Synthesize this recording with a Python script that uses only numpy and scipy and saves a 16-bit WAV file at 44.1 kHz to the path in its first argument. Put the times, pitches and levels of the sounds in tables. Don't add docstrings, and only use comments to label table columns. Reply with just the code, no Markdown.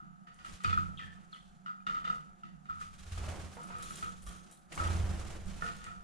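import sys
import numpy as np
from scipy import signal
from scipy.fft import rfft, irfft, next_fast_len
from scipy.io import wavfile

SR = 44100
rng = np.random.default_rng(int(sys.argv[2]) if len(sys.argv) > 2 else 0)


def wav_record(signal):
    frames = np.transpose(np.atleast_2d(signal))
    bounded = np.clip(frames, -1, 1)
    quanta = np.round(bounded * 32767).astype(np.int16)
    wavfile.write(sys.argv[1], SR, quanta)


def amplitude_ratio(level_db):
    exponent = np.asarray(level_db, float) / 20
    return 10 ** exponent


N = 266011
TIME = np.arange(N) / SR


def rms_one(x):
    return x / np.sqrt(np.mean(x ** 2) + 1e-20)


def band(x, low_hz, high_hz):
    return signal.sosfilt(signal.butter(2, [low_hz, high_hz], "band", fs=SR, output="sos"), x)


def high_pass(x, order, hz):
    return signal.sosfilt(signal.butter(order, hz, "high", fs=SR, output="sos"), x)


def colour(x, spectrum):
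    hz, db = np.transpose(spectrum)
    size = next_fast_len(N)
    grid = np.arange(size // 2 + 1) * SR / size + 1
    gain = amplitude_ratio(np.interp(np.log(grid), np.log(hz), db))
    return irfft(rfft(x, size) * gain, size)[:N]


# f/Hz, level/dB
SPREAD = [(30, 1), (200, -13), (700, 1.5), (1300, 2), (3000, -4.5), (8000, 0.5), (15000, 3.5)]


def air_noise(spectrum, side_db):
    mid, side = (rms_one(colour(w, spectrum)) for w in rng.standard_normal((2, N)))
    return np.array([mid, amplitude_ratio(side_db) * colour(side, SPREAD)])


def clicks(times, db):
    out = np.full(N, 1e-18)
    index = np.round(np.array(times) * SR).astype(int)
    out[np.clip(index, 0, N - 1)] = amplitude_ratio(db)
    return out


def grains(per_s, spread_db):
    sizes = amplitude_ratio(spread_db * np.minimum(rng.exponential(1, N), 4)) * rng.choice([-1, 1], N)
    return rms_one(sizes * (rng.random(N) < per_s / SR))


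def dying(x, t60_s):
    return signal.lfilter([1], [1, -amplitude_ratio(-60 / (t60_s * SR))], x)


def ring(x, hz, t60_s):
    r = amplitude_ratio(-60 / (t60_s * SR))
    w = 2 * np.pi * hz / SR
    return signal.lfilter([0, np.sin(w)], [1, -2 * r * np.cos(w), r * r], x)


def hum(hz, width_hz):
    return rms_one(ring(rng.standard_normal(N), hz, np.log(1000) / np.pi / width_hz))


def flicker(rate_hz, db):
    slow = signal.sosfilt(signal.butter(2, rate_hz, fs=SR, output="sos"), rng.standard_normal(N))
    return amplitude_ratio(db * rms_one(slow))


# t/s, housing peak/dB, wire clatter re peak/dB, shake t60/s
KNOCKS = [(0.2695, -58, 2.5, 0.46), (0.388, -63, 8, 1), (0.4468, -49.5, 1, 0.2), (0.603, -55, 1, 0.66),
          (0.638, -52, 13.5, 0.25), (0.6451, -32, 1, 0.084), (0.675, -33.5, -7, 0.19),
          (0.6946, -47, 9.5, 0.32), (0.7279, -34.5, -4.5, 0.12), (0.992, -50.5, 3.5, 0.6),
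          (1.327, -53, -2.5, 0.26), (1.35, -60, 2.5, 0.24), (1.66, -43.5, -6.5, 0.38),
          (1.679, -43, -28, 0.4), (1.802, -68, -2, 0.19), (1.8665, -37.5, 0.5, 0.19),
          (1.895, -39.5, -7, 0.58), (1.945, -45, -3, 0.14), (2.042, -50.5, 6.5, 0.22),
          (2.0727, -44, 0, 0.17), (2.433, -54.5, 1.5, 0.42), (2.655, -59.5, 3.5, 0.17),
          (2.688, -53, -8, 0.075), (2.811, -46.5, 1, 0.21), (3.175, -56.5, 10, 0.25),
          (3.706, -50.5, 0, 0.88), (3.7977, -55, 4, 0.67), (3.906, -47, 1, 0.078), (4.0251, -40, -1.5, 0.3),
          (4.7206, -58, 21, 0.085), (4.776, -41.5, 1, 0.18), (4.838, -55, 18, 0.16),
          (4.867, -49.5, 1, 0.51), (5.6083, -61, 13, 0.12), (5.6206, -42.5, -6, 0.69),
          (5.66, -56, 11, 0.31), (5.675, -49.5, 5.5, 0.15), (5.765, -68, 7, 0.19), (5.814, -62, 11, 0.26),
          (5.839, -61, 12.5, 0.31), (5.865, -45, -9.5, 0.6)]
# t/s, peak/dB, shake t60/s
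JOLTS = [(.001, -55.5, 0.98), (0.774, -33.5, 0.41), (1.16, -69.5, 0.61), (1.967, -41, 0.25),
         (2.048, -44.5, 0.48), (2.0984, -36, 0.39), (2.6964, -40.5, 0.56), (3.568, -62, 0.18),
         (3.591, -48.5, 0.84), (3.733, -48, 0.45), (4.058, -52, 0.36), (4.271, -54, 1),
         (4.799, -37.5, 0.47)]


def blows():
    jolt_clatter_db = -11
    return np.array(KNOCKS + [(s, db, jolt_clatter_db, t60) for s, db, t60 in JOLTS])


def shakes(db):
    rise_s = 0.00091
    out = np.zeros(N)
    for (s, _, _, t60_s), gain in zip(blows(), amplitude_ratio(db)):
        start = round(s * SR)
        age = TIME[start:][:SR] - s
        out[start:][:SR] += gain * amplitude_ratio(-60 * age / max(t60_s, .03)) * np.minimum(age / rise_s, 1)
    return out


# f/Hz, level/dB, t60/s, side over mid/dB
HOUSING = [(1170, -30, 0.041, 29), (1238.3, 0, 0.081, 20), (1291, -0.5, 0.086, 19), (1325.7, -1, 0.13, 23),
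           (1400, 0, 0.079, -9), (1380, -3, 0.087, 18), (1398, -1, 0.1, -4)]


def housing(tremble_db):
    s, peak_db = blows().T[:2]
    buzz = (0.0076 * shakes(peak_db) + 0.0028 * amplitude_ratio(tremble_db)) * rng.standard_normal(N)
    luck_db = rng.normal(0, 3.9, (len(HOUSING), len(s)))
    out = np.zeros((2, N))
    for (hz, db, t60_s, side_db), mode_luck_db in zip(HOUSING, luck_db):
        strike = 0.048 * ring(clicks(s, peak_db + mode_luck_db - 9.5), 1415, 0.0056)
        out += ring(strike + buzz, hz, t60_s) * amplitude_ratio([[db], [db + side_db]])
    out[0] = np.roll(out[0], 9)
    clamped = band(out, 1158, 1517)
    swell = [.018 * ring(out[0], 1281.0, 0.039), 0.016 * ring(out[1], 1257.0, 0.018)]
    return 0.41 * clamped + swell


# f/Hz, width/Hz, level/dB
WIRE = [(494, 50, -11), (765, 35, -19), (1557, 15, -11.5), (1858, 75, -7), (2225, 35, -8), (2454, 62, -3.5),
        (3420, 42, -10), (4200, 66, -13), (4700, 45, -19)]
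# f/Hz, width/Hz, level/dB
FAR_WIRE = [(1724, 44, -15), (1910, 38, -2.5), (2005, 52, -2), (2495, 32, -16.5), (2747, 29, -6),
            (2880, 71, -4.5), (3040, 100, -6), (3490, 21, -12), (3676, 33, -11), (4560, 80, -12.5)]
# from t/s, far share/0-1
SHAKEN = [(0, 0.65), (0.6, 0.3), (0.72, 0.15), (0.9, 0.7), (1.3, 0.8), (1.6, 0.83), (1.86, 0.67), (2.03, 1),
          (2.4, 1), (2.6, 0.33), (3.1, 0.16), (4.7, 0.3), (5.6, 0.23), (5.75, 0.5)]
# f/Hz, density/dB
CLATTER = [(300, -3), (700, -41), (1500, 8), (3000, 9.5), (5000, -1), (8000, -6), (14000, -114)]


def wires():
    s, peak_db, clatter_db = blows().T[:3]
    shake = shakes(peak_db + clatter_db - 8)
    strike = clicks(s, peak_db + clatter_db + 7.5)
    rattles = np.array([strike + shake * grains(1500, 1.3) for _ in range(2)])
    since_s, far = np.transpose(SHAKEN)
    far = np.clip(far, 0, 1)[np.searchsorted(since_s, TIME, "right") - 1]
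    shares = [np.sqrt(1 - far)] * len(WIRE) + [np.sqrt(far)] * len(FAR_WIRE)
    modes = WIRE + FAR_WIRE
    luck = amplitude_ratio(2 * rng.standard_normal((len(modes), len(s))))
    latest = np.searchsorted(np.sort(s), TIME + 1 / SR) - 1
    panels = np.zeros((2, N))
    for (hz, width_hz, db), share, mode_luck in zip(modes, shares, luck):
        drive = rattles * share * mode_luck[latest]
        panels += amplitude_ratio(db) * np.sqrt(width_hz) * ring(drive, hz, 2.55 / width_hz)
    blur = shake * flicker(45, 0.43) * air_noise(CLATTER, side_db=1)
    return amplitude_ratio(-44.5) * panels + amplitude_ratio(-8.0) * blur


# first t/s, last t/s, first thump/dB, last thump/dB
FLIGHTS = [
    (0.394, 0.517, -56.5, -55),
    (2.699, 2.844, -57, -53),
    (3.002, 3.117, -47.5, -28),
    (3.175, 3.281, -30, -25),
    (3.336, 3.439, -37, -33.5),
    (4.802, 4.993, -26, -24),
    (5.036, 5.348, -20, -38),
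    (5.412, 5.606, -34.5, -56),
]
BEATS_PER_RUN = [3, 4, 3, 3, 3, 5, 7, 5]
# f/Hz, level/dB, t60/s
CAVITY = [(65.8, -13, 0.72), (83.6, 5.5, 0.32), (121, -16.5, 0.15)]
# f/Hz, density/dB
SWISH = [(590, -17), (1000, -11.5), (1190, 0), (1990, -6.5), (3000, -4.5), (4860, -9), (7090, -8.5),
         (10400, -14.5), (11500, -25.5), (13800, -30.5), (15500, -39)]
# f/Hz, density/dB
WASH = [(75, -2), (140, 4), (240, -0.5), (400, -1), (700, -1.5), (1200, -6.5), (2500, -12), (5000, -40.5)]
# t/s, level/dB
GUST = [(0.0, -74), (0.39, -78), (0.54, -53), (0.62, -90), (0.67, -51.5), (1.34, -76), (1.44, -69),
        (1.68, -76), (1.96, -65.5), (2.69, -75), (3.11, -50), (3.53, -56.5), (3.59, -66), (4.3, -57.5),
        (4.57, -78), (4.84, -51.5), (5.48, -48), (6.03, -64)]
# f/Hz, density/dB
DRAUGHT = [(10, -2.5), (25, -10.5), (50, -2), (85, -16.5), (120, -22), (300, -71)]


def wings(swish_gain, wash_gain):
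    runs = [np.linspace(run[::2], run[1::2], count).T for run, count in zip(FLIGHTS, BEATS_PER_RUN)]
    s, thump_db = np.hstack(runs)
    stroke = signal.lfilter(np.hanning(330) / 165, 1, clicks(s, thump_db))
    puff = high_pass(stroke * 100, 2, 35)
    boom = sum(amplitude_ratio(db) * ring(stroke, hz, t60_s) for hz, db, t60_s in CAVITY)
    thump = amplitude_ratio(-39) * puff + amplitude_ratio(-8.5) * boom

    accent_db = 3.5
    beat = signal.lfilter(np.hanning(400) / 200, 1, dying(clicks(s, 0), 0.099))
    lift = 1 + (amplitude_ratio(accent_db) - 1) * beat
    quills = rms_one(band(band(grains(460, 4.6), 3500, 11400), 2500, 12500))
    crackle = amplitude_ratio(-25.0) * quills * [[1], [-.3]]
    swish = swish_gain * (flicker(24.3, 1.92) * air_noise(SWISH, side_db=-1.0) + crackle)

    wash = amplitude_ratio(-6.0) * wash_gain * flicker(21.0, 1.02) * air_noise(WASH, side_db=-5.0)
    modes = hum(329.6, 1.4) + 0.85 * hum(364.3, 13.0) + 0.43 * hum(565, 22) + 0.66 * hum(704.0, 30)
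    modes = amplitude_ratio(-17.0) * wash_gain * modes
    wash += [modes, 0.9 * np.roll(modes, 33) - .12 * modes]

    gust_s, gust_db = np.transpose(GUST)
    gust = amplitude_ratio(np.interp(TIME, gust_s, gust_db) + 2.0)
    draught = gust * flicker(3.6, 2.84) * air_noise(DRAUGHT, side_db=-9.0)
    return np.array([thump, 0.077 * np.roll(thump, 150)]) + lift * (swish + wash) + draught


# peak t/s, swell/s, settle/s, swish/dB, wash re swish/dB
STIRS = [(.455, 0.033, 0.71, -60.5, -15), (.54, 0.17, 0.12, -61.5, 3), (.65, 0.01, 1, -66, 8.5),
         (.99, 0.036, 0.097, -81, 4), (1.36, 0.098, 0.47, -73, -14), (1.88, 0.028, 1, -71.5, 11),
         (2.15, 0.083, 0.13, -65, 5), (2.45, 0.017, 0.26, -88, -5), (2.719, 0.34, 0.19, -85, -11),
         (2.818, 0.061, 0.12, -58.5, -26), (2.941, 0.014, 0.86, -62.5, -10), (3.125, 0.38, 0.95, -59, -1),
         (3.18, .01, .25, -61.5, 9.5), (3.24, 0.073, 0.46, -59, 10.5), (3.3, 0.2, 0.55, -58, 12.5),
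         (3.61, 0.21, 0.57, -70.5, 17), (4.001, 0.7, 0.38, -57.5, 1.5), (4.3, 0.1, 0.37, -62, 4),
         (4.52, 0.2, 0.077, -71.5, 11.5), (4.724, 0.024, 0.79, -54, 4), (4.777, 0.012, 0.77, -53.5, 11),
         (4.93, 0.15, 0.9, -57.5, 12.5), (5.14, 0.35, 0.06, -64.5, 17.5), (5.369, 0.4, 0.088, -59, 9),
         (5.49, 0.058, 0.63, -59.5, 1), (5.65, 0.15, 0.28, -57, -3), (5.86, 0.15, 0.042, -70, 1)]


def bustle():
    calm_swish_db, calm_wash_db = -82.5, -75
    swish, wash = amplitude_ratio(calm_swish_db), amplitude_ratio(calm_wash_db)
    coarse = TIME[::32]
    for s, swell_s, settle_s, db, wash_db in STIRS:
        before = (s - coarse) / max(swell_s, .01)
        after = (coarse - s) / max(settle_s, .01)
        gain = amplitude_ratio(db - 20 * np.maximum(before, after))
        swish = np.hypot(swish, gain)
        wash = np.hypot(wash, gain * amplitude_ratio(wash_db))
    return np.interp(TIME, coarse, swish), np.interp(TIME, coarse, wash)


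# t/s, frame thud/dB, perch bounce/dB, sway/dB
LANDINGS = [(0.02, -51.5, -79, -53), (0.2725, -69, -88, -88), (0.478, -51.5, -75, -82),
            (0.645, -39.5, -43, -45.5), (0.6744, -58, -33.5, -43), (0.776, -39, -37, -65),
            (1.0363, -53, -54, -62), (1.503, -82, -88, -55.5), (1.882, -53.5, -90, -52),
            (2.0365, -60, -66, -50.5), (2.4379, -48.5, -88, -50.5), (2.698, -64, -52.5, -52),
            (3.738, -57, -51.5, -67), (3.7995, -53, -56.5, -75), (3.907, -47.5, -61, -84),
            (4.0248, -51, -49.5, -58.5), (4.2673, -70, -54, -69), (4.774, -66, -45, -78),
            (4.8662, -60, -40, -43.5), (5.437, -75, -69, -43), (5.621, -62, -49, -72),
            (5.678, -49, -56, -65), (5.867, -50.5, -54, -70)]
# f/Hz, level/dB, t60/s
FRAME = [(151, -5.5, 1), (210, 1, 0.17), (328.2, -1, 0.34)]


def frame(wash):
    bounce_hz, bounce_t60_s = 92.3, 0.59
    rest_db, build_s, sway_t60_s, from_wash_db = -64, 0.05, 0.94, -5
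    s, thud_db, bounce_db, sway_db = np.transpose(LANDINGS)
    thud = sum(amplitude_ratio(db) * ring(clicks(s, thud_db), hz, t60_s) for hz, db, t60_s in FRAME)
    bounce = ring(clicks(s, bounce_db - 0.5), bounce_hz, bounce_t60_s)
    thud = signal.lfilter(np.hanning(200) / 100, 1, high_pass(thud, 3, 125) + bounce)
    mid, side = [hum(188.0, 11.3) + amplitude_ratio(-5.0) * hum(164.3, 27) for _ in range(2)]
    side = 0.5 * side - .45 * mid + .65 * np.roll(mid, 59)
    sway = band(np.array([mid, side]), 126.4, 251)
    push = clicks(s, sway_db)
    swing = dying(push, sway_t60_s) - dying(push, 7 * build_s)
    swing = amplitude_ratio(rest_db) + swing + amplitude_ratio(from_wash_db) * wash
    return np.array([thud, -amplitude_ratio(5.0) * np.roll(thud, 60)]) + amplitude_ratio(-4.0) * swing * sway


# t/s, peak/dB, claw re peak/dB
STEPS = [(0.276, -71.5, 10), (0.389, -73, 11), (2.07, -55, -13), (3.569, -49.5, -18.5), (3.702, -50, -4),
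         (4.024, -54.5, -1), (4.269, -60.5, 5.5), (5.622, -46, 7), (5.686, -61, -13), (5.759, -59, -2),
         (5.867, -56.5, 2)]
# f/Hz, level/dB, t60/s
PERCH = [(325, -11, 0.47), (489.5, -2, 0.35), (706.5, 1, 0.22), (804, -6, 0.053), (900, -1, 0.17),
         (1436, 9, 0.12), (1800, 9.5, 0.061)]


def perch():
    s, peak_db, claw_db = np.transpose(STEPS)
    luck_db = rng.normal(0, 2.2, (len(PERCH), len(s)))
    rough = grains(900, 1.0)
    wood = np.zeros(N)
    for (hz, db, t60_s), mode_luck_db in zip(PERCH, luck_db):
        blow = clicks(s, peak_db + mode_luck_db - 11 + claw_db * (hz > 1200))
        scuff = amplitude_ratio(-26.5) * dying(blow, 0.42) * rough
        wood += amplitude_ratio(db) * ring(blow + scuff, hz, t60_s)
    slap = dying(clicks(s, peak_db + 11), .1) * rng.standard_normal(N)
    wood += band(slap, 600, 2000)
    return signal.lfilter(np.hanning(14) / 8.1, 1, wood) * [[1], [-.4]]


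# t/s, f/Hz, peak/dB, t60/s
RAPS = [(0.644, 4550, -47, 0.042), (0.644, 2440, -38, 0.064), (0.662, 4500, -47, .03),
        (0.693, 2650, -45, .06), (0.706, 3500, -48, 0.06), (0.726, 3520, -50, 0.047),
        (0.773, 4200, -58, 0.029), (0.776, 2530, -49, .06), (1.6608, 2940, -53.5, 0.058),
        (1.6608, 2010, -55, 0.05), (1.8035, 2440, -64, 0.061), (1.9521, 2070, -53, .05),
        (2.0679, 2007, -47, .06), (1.8665, 3630, -45.5, 0.069), (1.8665, 2820, -46, 0.092),
        (2.05, 3590, -50.5, 0.13), (3.568, 913, -48, 0.057), (3.569, 480, -54, .05),
        (3.586, 950, -49, 0.061), (3.702, 940, -44.5, 0.035), (3.702, 1350, -53, .06),
        (3.721, 1333, -49, .06), (3.786, 1294, -50, 0.066), (4.2662, 1170, -54.5, 0.21),
        (4.7203, 1880, -49, 0.075), (4.7258, 2720, -48, 0.036), (4.7753, 1140, -38.5, 0.051),
        (4.777, 2220, -43.5, .05), (4.783, 2810, -45, 0.044), (4.8854, 900, -45, 0.046),
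        (3.175, 720, -48, .04), (3.176, 1250, -48, 0.032), (3.229, 720, -46.5, .04), (3.277, 630, -45, .06),
        (3.279, 1200, -44, .04), (3.323, 600, -47, .05), (4.795, 1300, -42, .12), (4.815, 1284, -41, .12),
        (5.621, 680, -51, .15), (5.647, 473, -50.5, .12), (5.687, 690, -51, .12), (5.871, 1312, -48, 0.19)]


def raps():
    rise_s = 0.0011
    out = np.zeros(N + SR)
    age = TIME[:SR // 4]
    for s, hz, db, t60_s in RAPS:
        pair = np.sin(2 * np.pi * hz * age) + 0.26 * np.sin(2 * np.pi * 1.09 * hz * age)
        fall = amplitude_ratio(db - 60 * age / max(t60_s, .01)) * np.minimum(age / rise_s, 1)
        out[round(s * SR):][:SR // 4] += fall * pair
    return out[:N]


# t/s, peak/dB, ring re peak/dB, tilt/(dB/octave)
PECKS = [(3.536, -62.5, 3.5, 23), (3.633, -46.5, -11, 4), (3.7226, -61, -21, 1), (3.784, -45.5, -6, 5),
         (3.824, -45.5, -6.5, 1), (3.826, -41.5, -10, 0), (3.898, -50, -5, 10), (3.9196, -49.5, -7, -7),
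         (3.956, -38.5, -8, 6), (3.9994, -67, -25, 10), (4.044, -48.5, -7.5, -6), (4.18, -62, -8, 17),
         (4.222, -49.5, -5, 13), (4.2656, -43, -6.5, -2.5), (4.361, -56, -10, 12), (4.512, -48, -6.5, 8),
         (5.765, -46, -10.5, -4.5), (5.841, -40, -55, 3)]
# t/s, peak/dB
TICKS = [
    (0.343, -53.5),
    (0.6365, -42),
    (1.3428, -59),
    (1.426, -65),
    (4.726, -39.5),
    (4.752, -38),
    (4.8379, -40),
    (5.458, -49),
]
# f/Hz, width/Hz, level/dB
FEEDER = [(3290, 48, 0), (3500, 65, 1), (3880, 35, -1), (4290, 50, -1), (4940, 41, -2.5), (5715, 30, -1.5),
          (6490, 65, -6), (7170, 36, -1.5), (7960, 58, -3), (8560, 81, -1), (8850, 42, 1), (9760, 40, -4),
          (10100, 47, -2), (10670, 70, -8)]


def feeder():
    tick_ring_db = -18
    strikes = PECKS + [(s, db, tick_ring_db, 0) for s, db in TICKS]
    s, peak_db, ring_db, tilt_db = np.transpose(strikes)
    crack = dying(clicks(s, peak_db - 0.5), 0.024) * rng.standard_normal(N)
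    out = band(band(crack, 5800, 9800), 3500, 10500)
    seeds = dying(clicks(s, peak_db + ring_db - 23.0), 0.09) * grains(2800, 3.8)
    out += band(seeds, 2800, 10500)
    luck_db = rng.normal(0, 1.5, (len(FEEDER), len(s)))
    jingle = grains(400, 1.4)
    for (hz, width_hz, db), mode_luck_db in zip(FEEDER, luck_db):
        blow = clicks(s, peak_db + ring_db + mode_luck_db - 14.5 + tilt_db * np.log2(hz / 8000))
        blow = 0.92 * blow + amplitude_ratio(-18.0) * dying(blow, 0.2) * jingle
        for split in (.996, 1.003):
            out += amplitude_ratio(db - 7.0) * ring(blow, hz * split, 1.7 / width_hz)
    return out + shivers(jingle)


# t/s, length/s, f/Hz, level/dB, t60/s
SHIVERS = [(3.823, .13, 7170, -57, 1.3), (3.826, .22, 6490, -59.5, 1.8), (3.83, .12, 4290, -64, .5),
           (3.955, .16, 9000, -60, 0.48), (3.956, .225, 7170, -60, 1), (3.96, .12, 5715, -69, .8),
           (4.044, .11, 6480, -62.5, 0.94), (4.267, .16, 6490, -61, 1), (4.27, .05, 10860, -62, 0.36),
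           (3.825, .04, 10550, -64, .4), (4.267, .18, 8880, -62, 0.81), (4.33, .07, 5690, -69, 0.7),
           (4.268, .1, 7390, -68, .6), (3.96, .12, 7960, -65, .8), (5.764, .05, 6600, -57, 0.28),
           (5.764, .08, 4330, -64, 0.29)]


def shivers(jingle):
    width_hz = 45
    out = np.zeros(N + SR)
    age = TIME[:SR]
    for k, (s, length_s, hz, db, t60_s) in enumerate(SHIVERS):
        swing = amplitude_ratio(db - 24.0 - 60 * age / max(t60_s, .05)) * (age < length_s)
        taps = jingle[k * SR // 4:][:SR] * swing
        out[round(s * SR):][:SR] += ring(taps + 1e-18, hz, 1.64 / width_hz)
    return out[:N]


# t/s, length/s, first f/Hz, settled f/Hz, level/dB
CHIRPS = [
    (0.972, 0.027, 3516, 3216, -55.5),
    (0.98, 0.012, 3150, 2790, -59),
    (0.984, 0.022, 2870, 2390, -58),
    (0.972, 0.014, 3760, 3610, -56),
    (0.995, 0.053, 2150, 1767, -54.5),
    (1.065, 0.027, 1800, 1747, -56),
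    (1.323, 0.0098, 4500, 4270, -59.5),
    (1.329, 0.015, 4200, 3260, -54.5),
    (1.341, 0.012, 3200, 3000, -59.5),
]


def chirps():
    warble_hz, warble_peak_s, warble_fade_s = 180, .9808, .018
    husk_depth, warble_depth = 0.166, 0.27
    glide_share, edge_s = .19, 0.0016
    swell_db_per_khz = 7
    out = np.zeros(N)
    warble = np.cos(2 * np.pi * warble_hz * (TIME - warble_peak_s))
    husk = np.log(flicker(490, 0.93)) * 0.39
    near_peak = np.exp(-np.abs(TIME - warble_peak_s) / warble_fade_s)
    depth = np.clip(husk_depth + warble_depth * near_peak, 0, 1)
    for s, length_s, first_hz, settled_hz, db in CHIRPS:
        age = np.clip(TIME - s, 0, length_s)
        hz = settled_hz + (first_hz - settled_hz) * np.exp(-age / (glide_share * length_s))
        wavering_hz = hz * (1 - depth * (0.13 * warble + husk * hz / 1900))
        phase = np.cumsum(wavering_hz) * 2 * np.pi / SR
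        sounding = np.clip(np.minimum(age, length_s - age) / edge_s, 0, 1)
        level = np.sqrt(2) * amplitude_ratio(db - swell_db_per_khz * (hz - settled_hz) / 1000)
        out += sounding * level * (1 + depth * warble) * np.sin(phase)
    return out


def room(x):
    t60_s, rise_s = 0.49, 0.002
    age = TIME[:SR]
    tail = rng.standard_normal((2, SR)) * amplitude_ratio(-60 * age / t60_s) * np.minimum(age / rise_s, 1)
    tail /= np.sqrt(np.sum(tail ** 2, axis=1, keepdims=True))
    return signal.fftconvolve(x[None], tail, axes=1)[:, :N]


# f/Hz, density/dB
HUSH = [(130, -41), (220, 13), (287, -72), (343, -40), (575, -57), (699, 17.5), (1090, -4.5), (1260, 11.5),
        (2070, -4.5), (2800, -51), (6020, -63), (6820, 0), (7860, -99), (10300, -11), (15500, -64)]


def hush():
    return amplitude_ratio(-75) * air_noise(HUSH, side_db=4.5)


# f/Hz, level/dB
LEAN = [(30, -0.3), (125, -0.73), (500, -0.9), (1300, -0.26), (3000, -0.93), (9000, -1.6), (13000, 2.5)]


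def left_right(mid, side):
    mirrored = [(hz, -db) for hz, db in LEAN]
    return np.array([colour(mid + side, LEAN), colour(mid - side, mirrored)])


def scene():
    swish, wash = bustle()
    voiced, rapped = chirps() + feeder(), raps()
    near = housing(tremble_db=-70.5) + wires() + perch() + frame(wash) + wings(swish, wash)
    near += (voiced + rapped) * amplitude_ratio([[.1], [-9]])
    echoes = amplitude_ratio(-1.5) * room(voiced + amplitude_ratio(-10) * rapped) * amplitude_ratio([[.1], [-3]])
    stirred = echoes * amplitude_ratio(-1.0) * flicker(90, 2.5)
    mid, side = near + hush() + stirred
    return left_right(mid, side)


def band_limit(x):
    return signal.sosfilt(signal.butter(12, 15610, fs=SR, output="sos"), x)


def record(dry):
    cut = signal.sosfilt(signal.cheby2(10, 50, 16000, fs=SR, output="sos"), dry)
    return band_limit(cut)


dry = scene()
out = record(dry)
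wav_record(out)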